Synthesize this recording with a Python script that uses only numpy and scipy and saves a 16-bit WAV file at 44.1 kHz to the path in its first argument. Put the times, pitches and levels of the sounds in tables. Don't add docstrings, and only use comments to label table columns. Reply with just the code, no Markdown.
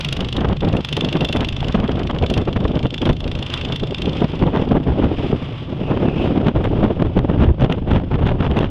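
import sys
import numpy as np
from scipy import signal
from scipy.fft import rfft, irfft
from scipy.io import wavfile
from scipy.ndimage import uniform_filter1d, map_coordinates

SR = 44100
rng = np.random.default_rng(int(sys.argv[2]) if len(sys.argv) > 2 else 0)


def log_audio(samples):
    frames = np.atleast_2d(samples).T
    limited = np.clip(frames, -1, 1)
    pcm = np.round(limited * 32767).astype(np.int16)
    wavfile.write(sys.argv[1], SR, pcm)


N = 383669
TIME = np.arange(N) / SR

# time_s, firing_rate_hz
FIRING_RATE = [(0.0, 25.1), (0.5, 24.92), (1.0, 24.99), (1.4, 25.1), (1.8, 25.75), (2.2, 26.1),
               (2.6, 26.57), (3.0, 26.71), (3.4, 26.94), (3.8, 27.02), (4.2, 26.88), (4.6, 26.9),
               (5.0, 27.0), (5.4, 28.5), (5.8, 28.6), (6.3, 28.0), (7.0, 28.0), (8.7, 28.0)]
# time_s, level_db
CHUFF_LEVEL = [(0.0, -17.5), (0.35, -19), (0.47, -31.5), (0.8, -22.5), (1.05, -20), (1.42, -22), (1.9, -30),
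               (2.2, -27.5), (2.35, -20), (2.46, -33), (2.8, -28), (3.05, -21), (3.26, -28), (3.54, -23),
               (4.25, -28), (4.5, -36), (5.0, -46.5), (8.7, -52.5)]
# time_s, extra_db
HARD_FIRINGS = [(0.61, 3.5), (1.21, 2.5), (1.69, 7), (2.30, 2), (2.38, 3), (2.53, 6.5), (2.94, 4),
                (3.09, 5), (3.43, 6), (3.47, 5), (3.54, 4.5), (3.76, 5.5), (3.80, 1.5), (4.02, 6.5),
                (4.24, 4)]
# pitch_hz, width_hz, gain_db
MUFFLER_MODES = [(2750, 32, -3), (3206, 32, -6), (3506, 14, 1), (5250, 120, -13)]
# time_s, gain_db
MUFFLER_RING = [(0, -17), (1.2, 7.5), (1.9, -16), (2.35, 6.5), (2.9, 2), (3.4, -1.5), (3.7, 6.5),
                (4.2, 4.5), (5, 3)]
# delay_s, gain_db
WALL_ECHOES = [(0.012, -26), (0.023, -21), (.047, -24.5)]
# multiple_of_firing_rate, level_db
DRONE_HARMONICS = [(2, -40.5), (3, -38.5), (4, -46.5), (5, -36), (6, -40), (7, -53), (9, -42.5),
                   (10, -48.5)]
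# time_s, level_db
RUSH_LEVEL = [(0.0, -36), (0.5, -47), (1.06, -36.5), (1.4, -45), (1.65, -37), (2.1, -47), (2.74, -42),
              (3.05, -54), (3.3, -44.5), (3.56, -32), (3.85, -45), (4.2, -34), (4.8, -42), (5.2, -33.5),
              (5.75, -41), (6.25, -37), (6.55, -40), (8.7, -50)]
# centre_s, level_db, length_s, pitch_hz, nominal_width_hz
SQUEALS = [(4.995, -33, 0.012, 2930, 200), (5.524, -49, 0.46, 1146, 20), (5.876, -41, 0.073, 2640, 200),
           (6.103, -38, 0.076, 2620, 180), (6.208, -37.5, 0.079, 2610, 220), (6.24, -39, 0.047, 2980, 360)]
# time_s, buffeting_db, rumble_db
BREEZE = [(0.0, -32.5, -33), (0.3, -30.5, -27), (0.68, -37, -21), (0.85, -36, -42), (1.05, -22.5, -33),
          (1.52, -31, -24.5), (1.85, -24, -25.5), (2.72, -21, -23), (2.92, -33.5, -37),
          (3.15, -22.5, -18.5), (3.45, -29, -30.5), (3.92, -26.5, -29), (4.2, -19.5, -25),
          (5.2, -21, -23.5), (5.6, -35.5, -43), (5.95, -19.5, -27.5), (7.05, -20, -18.5), (8.7, -25, -19.5)]
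# centre_s, level_db, length_s, relative_rasp_db, relative_thump_db
BLASTS = [(0.213,-27,0.055,-16,3), (0.394,-18,0.049,-12,-4), (0.454,-23,0.013,-9,-11),
          (0.508,-17,0.036,-14,1), (0.641,-13.5,0.025,-18.5,-5), (0.686,-16.5,0.019,-16,-2),
          (0.746,-13.5,0.031,-15,-3), (0.793,-16.5,0.015,-20,-10), (0.977,-9.5,0.0037,-10,-13),
          (1.159,-14,0.017,-10,-21), (1.229,-15.5,0.032,-17.5,-15), (1.299,-15.5,0.007,-14,-14),
          (1.376,-19,0.05,-13,1), (1.418,-17.5,0.023,-6,-15), (1.623,-23,0.0064,-7,7.5),
          (1.697,-20,0.011,-11.5,2), (1.755,-14.5,0.013,-9.5,-11), (1.81,-16,0.063,-12,-2),
          (1.911,-20.5,0.024,-11,-11), (1.998,-21.5,0.028,-8.5,-9), (2.102,-18.5,0.011,-5.5,-21),
          (2.152,-20.5,0.017,-10.5,-23), (2.233,-7.5,0.01,-15.5,-0.5), (2.383,-14.5,0.025,-11.5,1),
          (2.482,-14,0.013,-12.5,-11), (2.567,-11.5,0.0077,-9,-5), (2.653,-10.5,0.0083,-12,-2.5),
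          (2.768,-19.5,0.0088,-13,-6), (2.853,-10.5,0.01,-14,-1), (3.027,-15.5,0.017,-16,-23),
          (3.07,-9,0.015,-15,-7), (3.104,-9,0.014,-11.5,2.5), (3.26,-21,0.033,-16,1),
          (3.698,-24,0.045,-12,-4), (3.829,-22.5,0.017,-30,0), (4.075,-13.5,0.011,-32,-3.5),
          (4.233,-8.5,0.019,-18.5,-16), (4.428,-6,0.013,-18.5,-1.5), (4.477,-13,0.038,-20.5,-4),
          (4.559,-10.5,0.032,-11,-18), (4.623,-19,0.018,-14.5,-1), (4.731,-10.5,0.036,-17,-3),
          (4.769,-6.5,0.015,-16.5,-7), (4.901,-13,0.026,-15,5), (5.048,-10.5,0.03,-14,-2),
          (5.243,-18,0.018,-22,-11), (5.337,-12.5,0.021,-24,-4), (5.914,-18,0.054,-14.5,-9),
          (5.977,-11,0.0055,-12,-10), (6.057,-15.5,0.04,-17.5,-23), (6.172,-22,0.013,-26,-15),
          (6.266,-14,0.014,-13,-10), (6.387,-15.5,0.04,-16.5,-13), (6.477,-9.5,0.026,-15,-12),
          (6.571,-14.5,0.021,-13.5,6.5), (6.65,-15,0.019,-8.5,4), (6.719,-18,0.031,-25,1),
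          (6.789,-20,0.035,-17.5,-8), (6.845,-8.5,0.028,-16.5,-19), (6.897,-14,0.034,-18.5,-4.5),
          (7.015,-10.5,0.023,-18,-14), (7.061,-14.5,0.025,-18.5,-1), (7.171,-4,0.011,-18.5,-8),
          (7.196,-7.5,0.018,-17,-1), (7.301,-12,0.02,-15,-9), (7.325,-16.5,0.014,-10,-8),
          (7.428,-7.5,0.041,-12.5,5), (7.494,-6.5,0.021,-20.5,9.5), (7.631,-7.5,0.033,-12.5,6),
          (7.72,-9,0.028,-15,-18), (7.78,-19.5,0.014,-16.5,1), (7.936,-12.5,0.055,-11,5),
          (8.14,-16.5,0.026,-10,2.5), (8.193,-16,0.011,-11,-12), (8.245,-13.5,0.022,-9.5,6),
          (8.281,-14,0.019,-4.5,-2), (8.318,-12,0.005,-14,-3), (8.41,-20,0.021,-11.5,6.5),
          (8.447,-23,0.045,-6,-7), (8.516,-14.5,0.009,-14,-4), (8.601,-15,0.057,-10,-14)]
# time_s, gain_db
SPIT_GAIN = [(0, -14), (1.7, -27), (3, 3), (4.5, -11.5), (6, -23), (6.5, -3.5), (7.3, -11), (7.7, -1.5),
             (8.2, -6.5), (8.7, -0.5)]
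# centre_s, level_db, relative_treble_db
SNAPS = [(1.363, -13.5, -23), (1.629, -17, -37), (1.743, -20.5, -35), (2.1, -17, -40), (2.164, -20.5, -42),
         (2.239, -10, -38), (2.65, -31, -38), (4.425, -14, -40.5), (4.562, -12, -38), (5.043, -15, -41),
         (6.484, -9.5, -36), (6.643, -17, -23), (7.173, -22, -21), (7.191, -8.5, -31), (7.294, -29, -35),
         (7.609, -16, -28), (7.725, -9.5, -21), (7.935, -20, -20), (8.274, -15, -29.5), (8.514, -22, -37),
         (8.57, -20.5, -25), (8.59, -14.5, -21)]
# time_s, pitch_hz, level_db
BOOM = [(0, 139, -22.5), (.4, 136, -43), (1.0, 144, -26), (1.6, 109, -38.5), (3.3, 100, -35),
        (4.1, 147, -26), (4.9, 108, -35), (5.55, 112.5, -28.5), (6.5, 124, -31), (7.8, 79, -38),
        (8.7, 108.5, -36.5)]

# frequency_hz, relative_density_db
CHUFF_SPECTRUM = [(300, -9.5), (1000, -7), (1700, -9.5), (2300, -5.5), (2750, 1.5), (3450, 3.5),
                  (3900, -6.5), (4500, -11), (5200, -14), (6200, -22.5), (7800, -29), (10000, -56.5),
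                  (14000, -66)]
SIZZLE_SPECTRUM = [(4000, -33.5), (6000, 8), (8200, -9), (8750, -3.5), (9800, -1), (10700, -6.5),
                   (11400, -9), (13400, -12.5), (14500, -35)]
RUSH_SPECTRUM = [(150, -1.5), (500, -0.5), (1150, 1.5), (1700, -4.5), (2350, -1), (2650, 1.5), (3000, 3),
                 (3480, 1), (3750, -7), (4350, -16), (4950, -13.5), (5750, -23.5), (7500, -35.5),
                 (14000, -65)]
SPRAY_SPECTRUM = [(5000, -19.5), (7500, 0), (9200, -3.5), (10500, -13), (14000, -24)]
EDDY_SPECTRUM = [(30, -12.5), (90, -8), (160, 1.5), (260, -0.5), (400, -5), (600, -10.5), (900, -20.5),
                 (1300, -30.5), (2000, -48.5), (5000, -92)]
RASP_SPECTRUM = [(200, -7), (700, 9.5), (1200, 5), (1600, 0.5), (2200, -4), (2800, -4.5), (3450, -7.5),
                 (4100, -20.5), (6000, -35), (14000, -73.5)]
SPIT_SPECTRUM = [(500, -25), (1500, 0), (2200, -1.5), (2800, 10), (3450, 6), (4100, -9.5), (5100, -16),
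                 (6200, -22.5), (8000, -33.5), (10000, -55), (14000, -57.5)]
RUMBLE_SPECTRUM = [(25, -23.5), (50, -14.5), (75, 0.5), (115, -3.5), (150, -7), (210, -21), (400, -48.5),
                   (1500, -96)]
DEEP_SPECTRUM = [(8, -15), (22, -5.5), (40, -4), (60, -4), (120, -27), (600, -99)]


def exhaust(first_firing_s=0.006, jitter_s=0.00016, crest_s=0.0016, rise_s=0.0028, hold_s=0.0021,
            fall_s=0.0025, leak=0.077, uneven_db=2.45, grit_db=2.5):
    rate_hz = curve(FIRING_RATE)
    cycles = np.cumsum(rate_hz) / SR - first_firing_s * rate_hz[0]
    firing = np.floor(cycles + .5).astype(int)
    strength, timing = rng.standard_normal((firing[-1] + 1, 2))[firing].T
    age_s = (cycles - firing) / rate_hz + jitter_s * timing - crest_s
    opening = 1 / (1 + (np.minimum(age_s, 0) / rise_s) ** 2) ** 4.2
    jet = leak + opening * np.exp(-np.maximum(age_s - hold_s, 0) / fall_s)
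    level_db = curve(CHUFF_LEVEL) + uneven_db * strength
    for time_s, extra_db in HARD_FIRINGS:
        level_db += extra_db * (firing == firing[int(time_s * SR)])
    level = gain_of(level_db)
    turbulence = level * jet * noise() * gain_of(grit_db * wander(1500))
    hiss = gain_of(-3) * coloured(turbulence, CHUFF_SPECTRUM)
    modes = sum(gain_of(db) * resonance(hiss, hz, width_hz) for hz, width_hz, db in MUFFLER_MODES)
    ring = gain_of(curve(MUFFLER_RING)) * modes
    excess_db = np.maximum(level_db + 31, 0)
    sizzle_level = level * gain_of(-39 + 1.1 * excess_db)
    sizzle = coloured(sizzle_level * jet ** 1.6 * noise(), SIZZLE_SPECTRUM)
    return hiss + ring + sizzle + wall_echoes(hiss) + drone(cycles)


def drone(cycles, waver_db=2, waver_hz=5.4):
    hum = np.zeros(N)
    for harmonic, db in DRONE_HARMONICS:
        amplitude = np.sqrt(2) * gain_of(db + waver_db * wander(waver_hz))
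        hum += amplitude * np.sin(2 * np.pi * (harmonic * cycles + rng.random()))
    return hum


def wall_echoes(x):
    return sum(gain_of(db) * np.interp(TIME - delay_s, TIME, x, left=0) for delay_s, db in WALL_ECHOES)


def impeller_rush(flutter_db=2.0, grain_db=1.0):
    level_db = curve(RUSH_LEVEL) + flutter_db * wander(110) + grain_db * wander(1100)
    spray_db = -74 + 1.2 * (level_db + 35)
    churn = coloured(gain_of(level_db - 1.5) * noise(), RUSH_SPECTRUM)
    return churn + coloured(gain_of(spray_db) * noise(), SPRAY_SPECTRUM)


def squeals():
    out = np.zeros(N)
    for centre_s, db, length_s, hz, width_hz in SQUEALS:
        near, swell = bell(centre_s, length_s)
        tone = resonance(resonance(noise()[near], hz, 2 * width_hz), hz, 2 * width_hz)
        out[near] += gain_of(db) * np.sqrt(swell) * unit_rms(tone)
    return out


def wind(grit_db=2.0, flap_db=3.5, rasp_flap_db=4.0):
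    push, rasp, thump = air_flow()
    flap = wander(130)
    eddies = steadied(coloured(noise(), EDDY_SPECTRUM), 0.024)
    buffeting = gain_of(0.88 + flap_db * flap) * push * eddies
    roughness = gain_of(grit_db * wander(700) + rasp_flap_db * flap)
    torn = rasp * unit_rms((abs(eddies) + 0.18) ** 0.93 * roughness)
    rasping = gain_of(3.5) * coloured(torn * noise(), RASP_SPECTRUM)
    spitting = coloured(gain_of(curve(SPIT_GAIN) - 6) * torn * noise(), SPIT_SPECTRUM)
    return buffeting + rumble(thump) + rasping + spitting + crackles(rasp)


def air_flow(calm_rasp_db=-22, lump_db=3.5, lump_hz=40, shortest_thump_s=0.019):
    lumps_db = lump_db * np.minimum(wander(lump_hz), 1.5)
    push_power = gain_of(curve(BREEZE) + lumps_db) ** 2 / 2
    rasp_power = push_power * gain_of(calm_rasp_db) ** 2
    thump_power = gain_of(curve(BREEZE, column=2) + 0.73 * lumps_db) ** 2
    for centre_s, db, length_s, rasp_db, thump_db in BLASTS:
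        near, swell = bell(centre_s, length_s)
        push_power[near] += gain_of(db) ** 2 * swell
        rasp_power[near] += gain_of(db + rasp_db) ** 2 * swell
        near, swell = bell(centre_s, np.hypot(length_s, shortest_thump_s))
        thump_power[near] += gain_of(db + thump_db) ** 2 * swell
    return np.sqrt(push_power), np.sqrt(rasp_power), np.sqrt(thump_power)


def crackles(rasp, length_s=0.002, small_per_s=22, small_treble_db=-33):
    body, treble = np.zeros((2, N))
    small_at = np.flatnonzero(rng.random(N) < small_per_s / SR)
    small_snaps = [(TIME[i], 20 * np.log10(rasp[i]), small_treble_db) for i in small_at]
    for centre_s, db, treble_db in list(SNAPS) + small_snaps:
        near, swell = bell(centre_s, length_s)
        body[near] += gain_of(db) * np.sqrt(swell)
        treble[near] += gain_of(db + treble_db) * swell
    crack = gain_of(-3) * coloured(body * noise(), RASP_SPECTRUM)
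    spit = coloured(gain_of(curve(SPIT_GAIN) - 2) * body * noise(), SPIT_SPECTRUM)
    return crack + spit + gain_of(-6) * coloured(treble * noise(), SIZZLE_SPECTRUM)


def rumble(strength, swell_hz=5):
    roll = gain_of(-2.5) * steadied(coloured(noise(), RUMBLE_SPECTRUM), 0.027)
    deep = gain_of(-6 - 0.5 * wander(swell_hz)) * steadied(coloured(noise(), DEEP_SPECTRUM), 0.16)
    return strength * (roll + deep)


def boom(stage_width_hz=35):
    hz = curve(BOOM)
    tone = resonance(resonance(noise(), hz, stage_width_hz), hz, stage_width_hz)
    return gain_of(curve(BOOM, column=2) - 1) * steadied(tone, 0.13)


def gain_control(x, threshold_db=-16, share=0.49, sense_s=0.029, release_db_per_s=45, attack_s=0.002):
    power_db = 10 * np.log10(abs(uniform_filter1d(x[0] ** 2, int(sense_s * SR))) + 1e-12)
    release_db = TIME * release_db_per_s
    held_peak_db = np.maximum.accumulate(power_db + release_db) - release_db
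    excess_db = np.maximum(held_peak_db - threshold_db, 0)
    pole = np.exp(-1 / (attack_s * SR))
    return x * gain_of(-share * signal.lfilter([1 - pole], [1, -pole], excess_db))


def resonance(x, hz, width_hz):
    carrier = np.exp(2j * np.pi * np.cumsum(hz * np.ones(len(x))) / SR)
    pole = np.exp(-np.pi * width_hz / SR)
    return 2 * (carrier * signal.lfilter([1 - pole], [1, -pole], x / carrier)).real


def coloured(x, spectrum):
    hz, db = np.transpose(spectrum)
    log_hz = np.log(abs(np.fft.fftfreq(N, 1 / SR)) + 1)
    gain = unit_rms(gain_of(np.interp(log_hz, np.log(hz), db)))
    response = np.exp(np.conj(signal.hilbert(np.log(gain))))
    return irfft(rfft(x) * response[:N // 2 + 1], N)


def bell(centre_s, length_s, lean=0.12):
    near = slice(*np.searchsorted(TIME, [centre_s - 2 * length_s, centre_s + 2 * length_s]))
    offset = 2 * (TIME[near] - centre_s) / length_s + lean
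    return near, .5 ** ((offset / (1 + lean * np.sign(offset))) ** 2)


def steadied(x, window_s):
    size = int(window_s * SR)
    power = uniform_filter1d(uniform_filter1d(x ** 2, size), size)
    return x / np.sqrt(abs(power) + 1e-12)


def wander(hz):
    points = rng.standard_normal(N // 8)
    return unit_rms(map_coordinates(points, [TIME * hz], order=1, mode="wrap"))


def noise():
    return rng.standard_normal(N)


def curve(rows, column=1):
    columns = np.transpose(rows)
    return np.interp(TIME, columns[0], columns[column])


def unit_rms(x):
    return x / np.sqrt(np.mean(x ** 2) + 1e-20)


def gain_of(db):
    return 10 ** (np.asarray(db) / 20)


def scene():
    return (exhaust() + impeller_rush() + squeals() + boom() + wind())[None]


def record(dry):
    ceiling, cutoff_hz = .65, 14600
    ducked = gain_control(dry)
    saturated = ducked / (1 + (ducked / ceiling) ** 6) ** (1 / 6)
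    low_pass = signal.firwin(255, cutoff_hz, window=("kaiser", 9), fs=SR)
    return signal.oaconvolve(saturated, low_pass[None], "same")


dry = scene()
out = record(dry)
log_audio(out)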